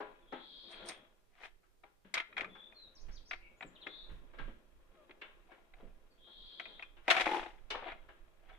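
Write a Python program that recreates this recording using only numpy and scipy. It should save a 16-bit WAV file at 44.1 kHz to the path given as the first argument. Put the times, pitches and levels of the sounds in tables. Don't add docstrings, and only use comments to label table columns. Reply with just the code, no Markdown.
import sys
import numpy as np
from scipy import signal
from scipy.fft import rfft, irfft, next_fast_len
from scipy.io import wavfile
from scipy.ndimage import map_coordinates

SR = 44100
rng = np.random.default_rng(int(sys.argv[2]) if len(sys.argv) > 2 else 0)


def master(y):
    cut = np.clip(np.atleast_2d(y).T, -1, 1)
    pcm = np.round(cut * 32767)
    wavfile.write(sys.argv[1], SR, pcm.astype(np.int16))


N = 378378

# pitch_hz, width_hz, level_db
WALL_MODES = [(1217, 36, 3), (1353, 9.8, 4), (1724, 8, -0.5), (2114, 11, -1), (2310, 25, 1.5),
              (2471, 33, 7), (2660, 36, 3.5), (3320, 60, 6.5), (3820, 76, 8)]
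CAVITY_MODES = [(350, 9.2, 3.2), (671, 20, 13), (742.5, 30, 10), (956, 26, 4.1)]
TRAY_MODES = [(347.5, 8.8, 13), (418.3, 7, 10), (529.4, 9.5, 11.8), (613.3, 10, 11), (660, 9, 7.9),
              (820, 8.7, 9), (992, 8, 12), (1077, 9, 13), (1402, 11, 15), (1653, 11, 15)]
# freq_hz, level_db
WALL_EQ = [(300, -29.5), (900, -17.5), (1400, -5), (2100, 4.5), (2700, -6), (3400, -10.5), (4300, -17.5),
           (5500, -42), (9000, -55.5), (15000, -74)]
CAVITY_EQ = [(90, -39), (200, -15.5), (330, -4.5), (800, -2), (1100, -8), (2000, -27.5), (5000, -68.5)]
TRAY_EQ = [(120, -29), (300, 0), (600, -1), (1100, -6.5), (1800, -15), (3000, -29.5), (6000, -68.5)]
THUMP_EQ = [(50, -22), (130, -8.5), (200, -1), (350, -3), (550, -5), (1200, -33), (4000, -74.5)]
CRUNCH_EQ = [(250, -25.5), (700, -6.5), (1300, 5), (2500, 1), (3500, -2), (4300, -16), (5500, -35),
             (9000, -40), (15000, -74)]
RASP_EQ = [(500, -29.5), (900, -0.5), (1200, 0), (1700, 2), (2400, -3), (3200, -4), (4200, -15),
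           (5200, -39.5), (9000, -42.5), (15000, -75)]
GRIT_EQ = [(2000, -41.5), (3800, 8), (5500, 3.5), (7500, -5), (9000, -7.5), (11000, -12.5), (14000, -25),
           (16000, -44.5)]


def toy_clacks():
    contacts = [(1.434, -41.5, -3, 4), (1.836, -52, -5, 6), (2.139, -24.5, 1, 1), (2.1518, -28, 0.5, 2),
                (2.168, -28.5, -7, 3), (2.176, -23, 1, 0.5), (2.1989, -26.5, 0, 2),
                (2.3264, -46.5, -8, -18), (2.367, -30.5, -2, 3), (2.378, -26, -1.5, 1),
                (2.395, -34.5, -8.5, 7.5), (2.4072, -27, -1, 0), (2.432, -39, -11, 3),
                (2.4434, -33.5, -4.5, -11), (2.722, -51.5, -1.5, -2), (3.3097, -28.5, -0.5, 1.5),
                (3.331, -31.5, -1, 2), (3.6069, -37.5, -5.5, 3), (3.6245, -37, 0.5, 8),
                (3.867, -32.5, 0, -12), (5.094, -55, -2, -9), (5.1082, -46, -0.5, -9),
                (5.2175, -46.5, 9, -12), (5.7365, -52, -2.5, -1), (6.597, -31, 2.5, 2.5),
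                (6.6542, -39.5, 1.5, 3), (6.794, -40.5, -2.5, 2.5), (6.823, -34, -0.5, -6),
                (7.0791, -21, 0.5, 6.5), (7.091, -28, 1.5, 3.5), (7.1007, -14.5, 5, -6),
                (7.106, -16.5, 4, -0.5), (7.1106, -14.5, 0.5, -1.5), (7.1479, -27, 1, 2),
                (7.165, -20, -1.5, -1), (7.177, -24, -2, 1), (7.197, -22.5, 1.5, -2),
                (7.2074, -21.5, 3.5, 1), (7.2564, -24.5, -0.5, -7), (7.9182, -37.5, -6, -9)]
    grit_snaps = [(0.887, -46), (2.14, -38.5), (7.108, -38.5), (7.208, -45.5), (7.257, -56)]  # start_s, level_db
    medium_db, put_down_s = -31, 7
    out, cavity, grit = np.zeros((2, N)), body(CAVITY_EQ, CAVITY_MODES), colour(GRIT_EQ)
    for start_s, db, tilt, hollow_db in contacts:
        excess_db, grounded = db - medium_db, start_s > put_down_s
        clack_db = -10 - 0.08 * excess_db
        knock_db = -24 + hollow_db - 0.51 * excess_db + 14 * grounded
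        tick_db = -36 + 0.61 * excess_db + 1.5 * grounded
        modes = [(hz, width_hz, mode_db + rng.normal(0, 4)) for hz, width_hz, mode_db in WALL_MODES]
        walls, parts = body(tilted(WALL_EQ, tilt), modes), colour(tilted(CRUNCH_EQ, tilt))
        clack = amp(clack_db) * blow(walls, t60_s=0.022, rise_s=0.0024, spread=1.2)
        rattle = amp(-8 + 0.29 * db) * blow(parts, t60_s=0.07, rise_s=0.006, spread=1.1)
        knock = amp(knock_db) * blow(cavity, t60_s=0.04, rise_s=0.0032, spread=0.63)
        tick = amp(tick_db) * blow(grit, t60_s=0.07, rise_s=0.001, spread=1.4)
        add(out, start_s, amp(db) * (clack + rattle + knock + tick))
    for start_s, db in grit_snaps:
        add(out, start_s, amp(db) * blow(grit, t60_s=0.06, rise_s=0.00064, spread=6.3))
    return out + amp(-18.5) * yard(out, delay_s=0.0074)


def scrapes():
    strokes = [(0.67, 0.73, 0.99, -60, 2, -22), (0.843, 0.899, 0.967, -55.5, 7, -7),
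               (1.376, 1.457, 1.491, -53.5, 4, -12.5), (5.44, 5.504, 5.8, -66.5, -5.5, -28),
               (5.726, 5.788, 6.05, -69.5, -2.5, -24), (7.081, 7.129, 7.34, -42.5, 5.5, -10),
               (7.18, 7.213, 7.24, -41.5, 6, -9.5), (7.245, 7.275, 7.4, -38, -5, -23.5),
               (7.27, 7.351, 7.48, -39, -4, -19.5), (7.718, 7.754, 7.8, -45, -2, -32),
               (7.798, 7.884, 7.96, -44.5, -0.5, -36), (8.386, 8.5, 8.7, -67, 0.5, -26)]
    skips = [(7.267, -32.5, -6), (7.289, -38, -10), (7.316, -37, -5), (7.344, -35.5, -8),
             (7.367, -36.5, -10), (7.393, -39, -5), (7.428, -46, -2.5), (7.461, -46.5, -2.5)]
    pressed_modes = [(345, 40, 5), (848, 85, 9)]  # pitch_hz, width_hz, level_db
    drag_start_s, drag_end_s = 7.24, 7.5
    out, cavity, crunch = np.zeros((2, N)), body(CAVITY_EQ, pressed_modes), colour(CRUNCH_EQ)
    pressed = friction(cavity, grain_db=1, grain_hz=140, spread=0.52)
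    rasp = amp(-2.5) * friction(crunch, grain_db=3, grain_hz=180, spread=1)
    crackle = amp(-4.5) * friction(body(WALL_EQ, WALL_MODES), grain_db=6, grain_hz=350, spread=0.82)
    grit = friction(colour(tilted(GRIT_EQ, 2.8)), grain_db=2.5, grain_hz=1200, spread=3.5)
    held = friction(body(CAVITY_EQ, CAVITY_MODES), grain_db=3.5, grain_hz=120, spread=0.5)
    for start_s, peak_s, end_s, db, harsh_db, grit_db in strokes:
        drone = pressed if drag_start_s < peak_s < drag_end_s else held
        texture = drone + amp(harsh_db) * (rasp + crackle) + amp(grit_db) * grit
        out += amp(db) * swell(start_s, peak_s, end_s) * texture
    for start_s, db, crunch_db in skips:
        knock = blow(cavity, t60_s=0.021, rise_s=0.00077, spread=0.34)
        scratch = amp(crunch_db) * blow(crunch, t60_s=0.046, rise_s=0.00098, spread=1)
        add(out, start_s, amp(db) * (knock + scratch))
    return out + amp(-20) * yard(out, delay_s=0.019)


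def barrow_knocks():
    knocks = [(.002, -42, 0.5, 0, 1020), (.321, -40.5, -7.5, 1, 845), (1.629, -66, -14.5, -2.5, 1290),
              (1.832, -56.5, -9.5, -1.5, 700), (2.408, -52, -12, -16, 1400), (2.55, -51.5, -15, 0, 1240),
              (3.082, -52, -14, -13, 1920), (4.332, -56, -5, 0, 1520), (4.384, -42, -13.5, 0, 1470),
              (5.213, -42, -16, -1, 2530), (5.514, -54, -5, 0, 1696), (6.268, -62, -3, -1.5, 930),
              (6.966, -56.5, -8.5, -2.5, 2750), (7.702, -33.5, -12, -0.5, 2830),
              (8.085, -52.5, -8.5, -0.5, 1724), (8.49, -54, -14, -0.5, 1870)]
    frame_modes = [(803, 64, 19), (1160, 18, 7.9), (1309, 17, 13), (1596, 30, 13.2), (2236, 54, 14),
                   (2704, 56, 7.1), (2936, 31, 14), (3550, 58, 14)]
    firm_db = -40
    out, tray = np.zeros((2, N)), body(TRAY_EQ, TRAY_MODES)
    rasp, sand = colour(RASP_EQ), colour(tilted(GRIT_EQ, -7.5))
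    for start_s, db, boom_db, ring_db, favoured_hz in knocks:
        emphasis = [(favoured_hz * 2. ** k, -11.5 * (k * k + abs(k)) / 2) for k in range(-3, 4)]
        frame = through(body(emphasis, frame_modes)[None], rasp)[0]
        ring = amp(ring_db - 3.5) * blow(frame, t60_s=0.1, rise_s=0.0046, spread=1.3)
        crunch = amp(-9) * blow(rasp, t60_s=0.27, rise_s=0.0041, spread=1.4)
        grit_db = -27.5 + 2.5 * max(db - firm_db, 0)
        grit = amp(grit_db) * blow(sand, t60_s=0.077, rise_s=0.0033, spread=1.4)
        boom = amp(boom_db + 3) * blow(tray, t60_s=0.15, rise_s=0.0033, spread=0.73)
        add(out, start_s, amp(db) * (ring + crunch + grit + boom))
    return out


def soft_thuds():
    thuds = [(0.324, -45, -0.5, 262), (2.045, -58, 0.5, 188), (2.407, -49, -10, 286),
             (2.455, -51.5, -18, 194), (3.64, -51, -9, 186), (3.862, -50, -3, 350), (4.09, -57, 3, 162),
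             (4.388, -51.5, 2, 161), (4.474, -51.5, -3.5, 237), (5.09, -56.5, -16, 323),
             (5.797, -59.5, -10, 438), (5.825, -53, -16, 191), (7.745, -38.5, -15, 497),
             (7.823, -46.5, -12, 517)]
    base_hz, life_cycles = 200, 32
    out, tray, rasp = np.zeros((2, N)), body(TRAY_EQ, TRAY_MODES), colour(RASP_EQ)
    for start_s, db, scuff_db, hz in thuds:
        transposed = [(freq_hz * hz / base_hz, level_db) for freq_hz, level_db in THUMP_EQ]
        dull = body(transposed, modes=[(hz, 0.25 * hz, 3.5)])
        scuff = amp(scuff_db - 4.5) * blow(rasp, t60_s=0.35, rise_s=0.0028, spread=1.5)
        boom = amp(-13.5) * blow(tray, t60_s=0.13, rise_s=0.0061, spread=0.62)
        thump = blow(dull, t60_s=life_cycles / hz, rise_s=0.0044, spread=0.11)
        add(out, start_s, amp(db) * (scuff + boom + thump))
    return out


def bumps():
    out = barrow_knocks() + soft_thuds()
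    return out + amp(-7.5) * yard(out, delay_s=0.012)


def tyre_rub():
    pushes = [(0, .03, 0.39, -66.5), (.6, .84, 1.124, -58), (2.12, 2.33, 3.23, -70),
              (3.5, 3.85, 4.52, -68.5), (4.3, 4.42, 4.35, -65), (4.85, 4.96, 5.55, -76.5),
              (5.2, 5.25, 5.56, -73.5), (6.3, 6.72, 6.97, -67.5), (7.65, 7.95, 8.43, -72)]
    let_go_s, grip_s, fade_s = 1.186, 2.24, 0.13
    pause_s = [let_go_s - fade_s, let_go_s, grip_s, grip_s + fade_s]
    pause_db = np.interp(np.arange(N) / SR, pause_s, [0, -42, -42, 0])
    force = amp(-78.5 + pause_db) + swells(pushes)
    drone = friction(body(TRAY_EQ, TRAY_MODES), grain_db=1.5, grain_hz=48, spread=0.98)
    rasp = amp(-3) * friction(body(RASP_EQ, WALL_MODES), grain_db=2.5, grain_hz=200, spread=2.5)
    tyre = amp(-4) * friction(colour(THUMP_EQ), grain_db=3.5, grain_hz=40, spread=0.2)
    return force * (drone + rasp + tyre)


def axle_squeaks():
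    squeaks = [(0.688, 0.714, 0.77, -64.5), (0.853, 0.862, 0.95, -56), (0.89, 0.887, 0.93, -48.5)]  # start_s, peak_s, end_s, level_db
    axle_modes = [(4400, 19, 4.1), (5400, 91, 9), (6400, 110, 12), (8420, 30, 25), (8960, 54, 34.5)]  # pitch_hz, width_hz, level_db
    return swells(squeaks) * friction(body(GRIT_EQ, axle_modes), grain_db=2.5, grain_hz=84, spread=0.86)


def moan():
    start_s, length_s, first_hz, last_hz = 4.95, 0.11, 660, 570
    u, out = ramp(length_s), np.zeros((2, N))
    angle = phase(first_hz + (last_hz - first_hz) * u + 8 * wobble(150)[:len(u)])
    tone = np.sin(angle) + amp(-6) * np.sin(2 * angle)
    add(out, start_s, amp(-65) * arch(u) ** 0.5 * tone)
    return out + amp(-11) * yard(out, delay_s=0.012)


def finch_whistles():
    whistles = [(.217, .02, 3600, 3320, -70.5), (2.485, 0.15, 3460, 3400, -59),
                (2.55, 0.15, 3423, 3573, -55), (2.744, 0.14, 4354, 3707, -54.5),
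                (3.566, 0.088, 6600, 8200, -74), (3.658, 0.033, 7900, 6770, -65.5),
                (3.752, 0.024, 4070, 2570, -55.5), (3.812, 0.033, 4200, 2860, -50),
                (6.105, 0.03, 4600, 4400, -72.5), (8.531, 0.021, 3550, 3250, -65.5)]
    twitters = [(2.979, 2.95, 6240, -58.5), (3.11, 3.151, 5410, -56.5), (3.25, 3.289, 6110, -56.5)]  # rise_start_s, fall_start_s, fall_top_hz, level_db
    glides = [(*row, 60) for row in whistles]
    rises = [(start_s, 0.05, 4600, 6450, db - 4.5, 400) for start_s, _, _, db in twitters]
    falls = [(start_s, 0.035, hz, hz - 2400, db, 190) for _, start_s, hz, db in twitters]
    out = np.zeros(N)
    for start_s, length_s, first_hz, last_hz, db, flutter_hz in glides + rises + falls:
        u = ramp(length_s)
        hz = first_hz + (last_hz - first_hz) * u + flutter_hz * wobble(900)[:len(u)]
        add(out, start_s, amp(db) * arch(u) ** 0.49 * np.sin(phase(hz)))
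    return out


def finch_wheezes():
    notes = [(0.259, 0.994, 3245, 3700, 1643, -60, 153, -54.5),
             (3.389, 3.485, 2237, 2945, 199, -100, 103, -58.5),
             (3.844, 4.072, 3320, 4147, 303, 249.5, 110, -52),
             (6.175, 6.876, 3203, 3820, 1254, -41, 176, -55)]
    out = np.zeros(N)
    for start_s, end_s, low_hz, top_hz, arch_hz, climb_hz, sweeps_per_s, db in notes:
        u = ramp(end_s - start_s)
        sweep = np.cumsum(sweeps_per_s * (1 + 0.16 * wobble(170)[:len(u)])) / SR % 1
        foot_hz = low_hz + climb_hz * u
        span_hz = top_hz + arch_hz * arch(u) - low_hz
        hz = foot_hz + span_hz * (1 - sweep) ** 2 + 20 * wobble(150)[:len(u)]
        buzz = arch(sweep) ** 0.88 * np.sin(phase(hz))
        held = amp(-6) * np.sin(phase(foot_hz + 70 + 45 * wobble(120)[:len(u)]))
        add(out, start_s, amp(db + 0.5) * arch(u) ** 0.65 * (buzz + held))
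    return out


def finches():
    whistles, wheezes = finch_whistles(), finch_wheezes()
    direct = amp(-3) * whistles + amp(-4.5) * wheezes
    scattered = amp(-4.5) * whistles + amp(-1.5) * wheezes
    return (np.array([np.roll(direct, 13), direct]) + yard(scattered[None], delay_s=0.004)) * pan(4)


def breeze():
    gusts = [(2.95, 3.09, 3.24, -48.5), (3.2, 3.34, 3.84, -59), (4.05, 4.12, 4.27, -48.5),
             (4.33, 4.41, 4.74, -48.5), (5.6, 5.8, 6.1, -61), (5.5, 7.45, 17, -65)]
    rumble_eq = [(8.8, -41.5), (15, 10), (30, 6), (46, -10.5), (76, -23), (140, -35.5), (180, -56.5),
                 (310, -120)]
    strength = amp(-75.5) + swells(gusts)
    eddies = friction(colour(rumble_eq), grain_db=4, grain_hz=14, spread=0.73)
    return amp(4) * strength * eddies * pan(-9)


def still_air():
    air_eq = [(24, -26.5), (40, -2), (114, -8), (292, -12), (366, -5.5), (558, -12.5), (1400, -19),
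              (4620, -24.5), (12200, -28), (15200, -30.5)]
    return amp(-76.5) * unit(through(noise(N, spread=7.3), colour(air_eq)))


def yard(x, delay_s):
    decay = [(200, 0.5), (1000, 0.4), (3500, 0.4), (10000, 0.16)]  # freq_hz, t60_s
    hz, t, spectra = signal.stft(rng.standard_normal((2, SR * 2 // 3)), SR, nperseg=256)
    tail = signal.istft(spectra * amp(-60 * t / along(decay, hz)[:, None]), SR, nperseg=256)[1]
    tail = np.pad(tail, ((0, 0), (int(delay_s * SR), 0)))
    return through(np.array([x.mean(0)] * 2), tail / np.linalg.norm(tail[0]))


def ports(x):
    side_eq = [(150, -5.5), (450, -5), (1100, 1.5), (4000, 2), (11000, 0.5)]  # freq_hz, side_db
    balance = [(120, 3.3), (700, 5.1), (2000, 4), (4500, 1.9), (9000, .5)]  # freq_hz, left_minus_right_db
    size = next_fast_len(N + SR // 2)
    hz = np.fft.rfftfreq(size, 1 / SR)
    left, right = rfft(x, size)
    mid, side = (left + right) / 2, (left - right) / 2 * amp(along(side_eq, hz))
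    lean = amp(along(balance, hz) / 2)
    return irfft(np.array([(mid + side) * lean, (mid - side) / lean]), size)[:, :N]


def blow(response, t60_s, rise_s, spread):
    t = np.arange(SR // 2) / SR
    force = (1 - np.exp(-t / rise_s)) * amp(-60 * t / t60_s)
    return unit(through(noise(len(t), spread) * force, response)) * np.sqrt(0.01 / t[-1])


def friction(response, grain_db, grain_hz, spread):
    return unit(through(noise(N, spread) * amp(grain_db * wobble(grain_hz)), response))


def body(eq, modes):
    t = np.arange(SR // 3) / SR
    ring = np.zeros(len(t))
    for hz, width_hz, db in modes:
        decay_per_s = np.pi * width_hz
        ring += amp(db) * 2 * decay_per_s / SR * np.exp(-decay_per_s * t) * np.cos(2 * np.pi * hz * t)
    return signal.fftconvolve((t == 0) + ring, colour(eq))


def colour(eq):
    hz = np.fft.rfftfreq(2048, 1 / SR)
    cepstrum = irfft(np.log(amp(along(eq, hz))))
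    cepstrum[1:len(hz) - 1] *= 2
    cepstrum[len(hz):] = 0
    return irfft(np.exp(rfft(cepstrum)))


def tilted(eq, db_per_octave):
    return [(hz, db + db_per_octave * np.log2(hz / eq[0][0])) for hz, db in eq]


def along(points, hz):
    knots_hz, values = np.transpose(points)
    return np.interp(np.log(hz + 1), np.log(knots_hz + 1), values)


def swell(start_s, peak_s, end_s):
    t = np.arange(N) / SR
    before = (peak_s - t) / max(peak_s - start_s, 0.002)
    after = (t - peak_s) / max(end_s - peak_s, 0.002)
    return amp(-20 * np.maximum(before, after))


def swells(rows):
    return sum(amp(db) * swell(start_s, peak_s, end_s) for start_s, peak_s, end_s, db in rows)


def wobble(rate_hz):
    knots = rng.standard_normal(int(N * rate_hz / SR) + 4)
    return map_coordinates(knots, [np.arange(N) * rate_hz / SR])


def noise(size, spread):
    return rng.standard_normal(size) + spread * rng.standard_normal((2, size))


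def through(x, response):
    return signal.fftconvolve(x, np.atleast_2d(response), axes=1)[:, :x.shape[1]]


def add(track, start_s, sound):
    room = track[..., max(0, round(start_s * SR)):][..., :sound.shape[-1]]
    room += sound[..., :room.shape[-1]]


def ramp(length_s):
    return np.linspace(0, 1, int(length_s * SR))


def arch(u):
    return np.abs(np.sin(np.pi * u))


def phase(hz):
    return 2 * np.pi * np.cumsum(hz) / SR


def pan(left_minus_right_db):
    return amp([[left_minus_right_db / 2], [-left_minus_right_db / 2]])


def amp(db):
    return 10 ** (np.asarray(db) / 20)


def unit(x):
    return x / np.sqrt(np.mean(x ** 2) + 1e-20)


def scene():
    near = toy_clacks() + bumps() + tyre_rub() + scrapes() + axle_squeaks() + moan()
    return ports(near) + finches() + breeze() + still_air()


def record(dry):
    top_hz, size = 15450, next_fast_len(N + SR // 2)
    passband = np.fft.rfftfreq(size, 1 / SR) < top_hz
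    return irfft(rfft(dry, size) * passband, size)[:, :N]


dry = scene()
out = record(dry)
master(out)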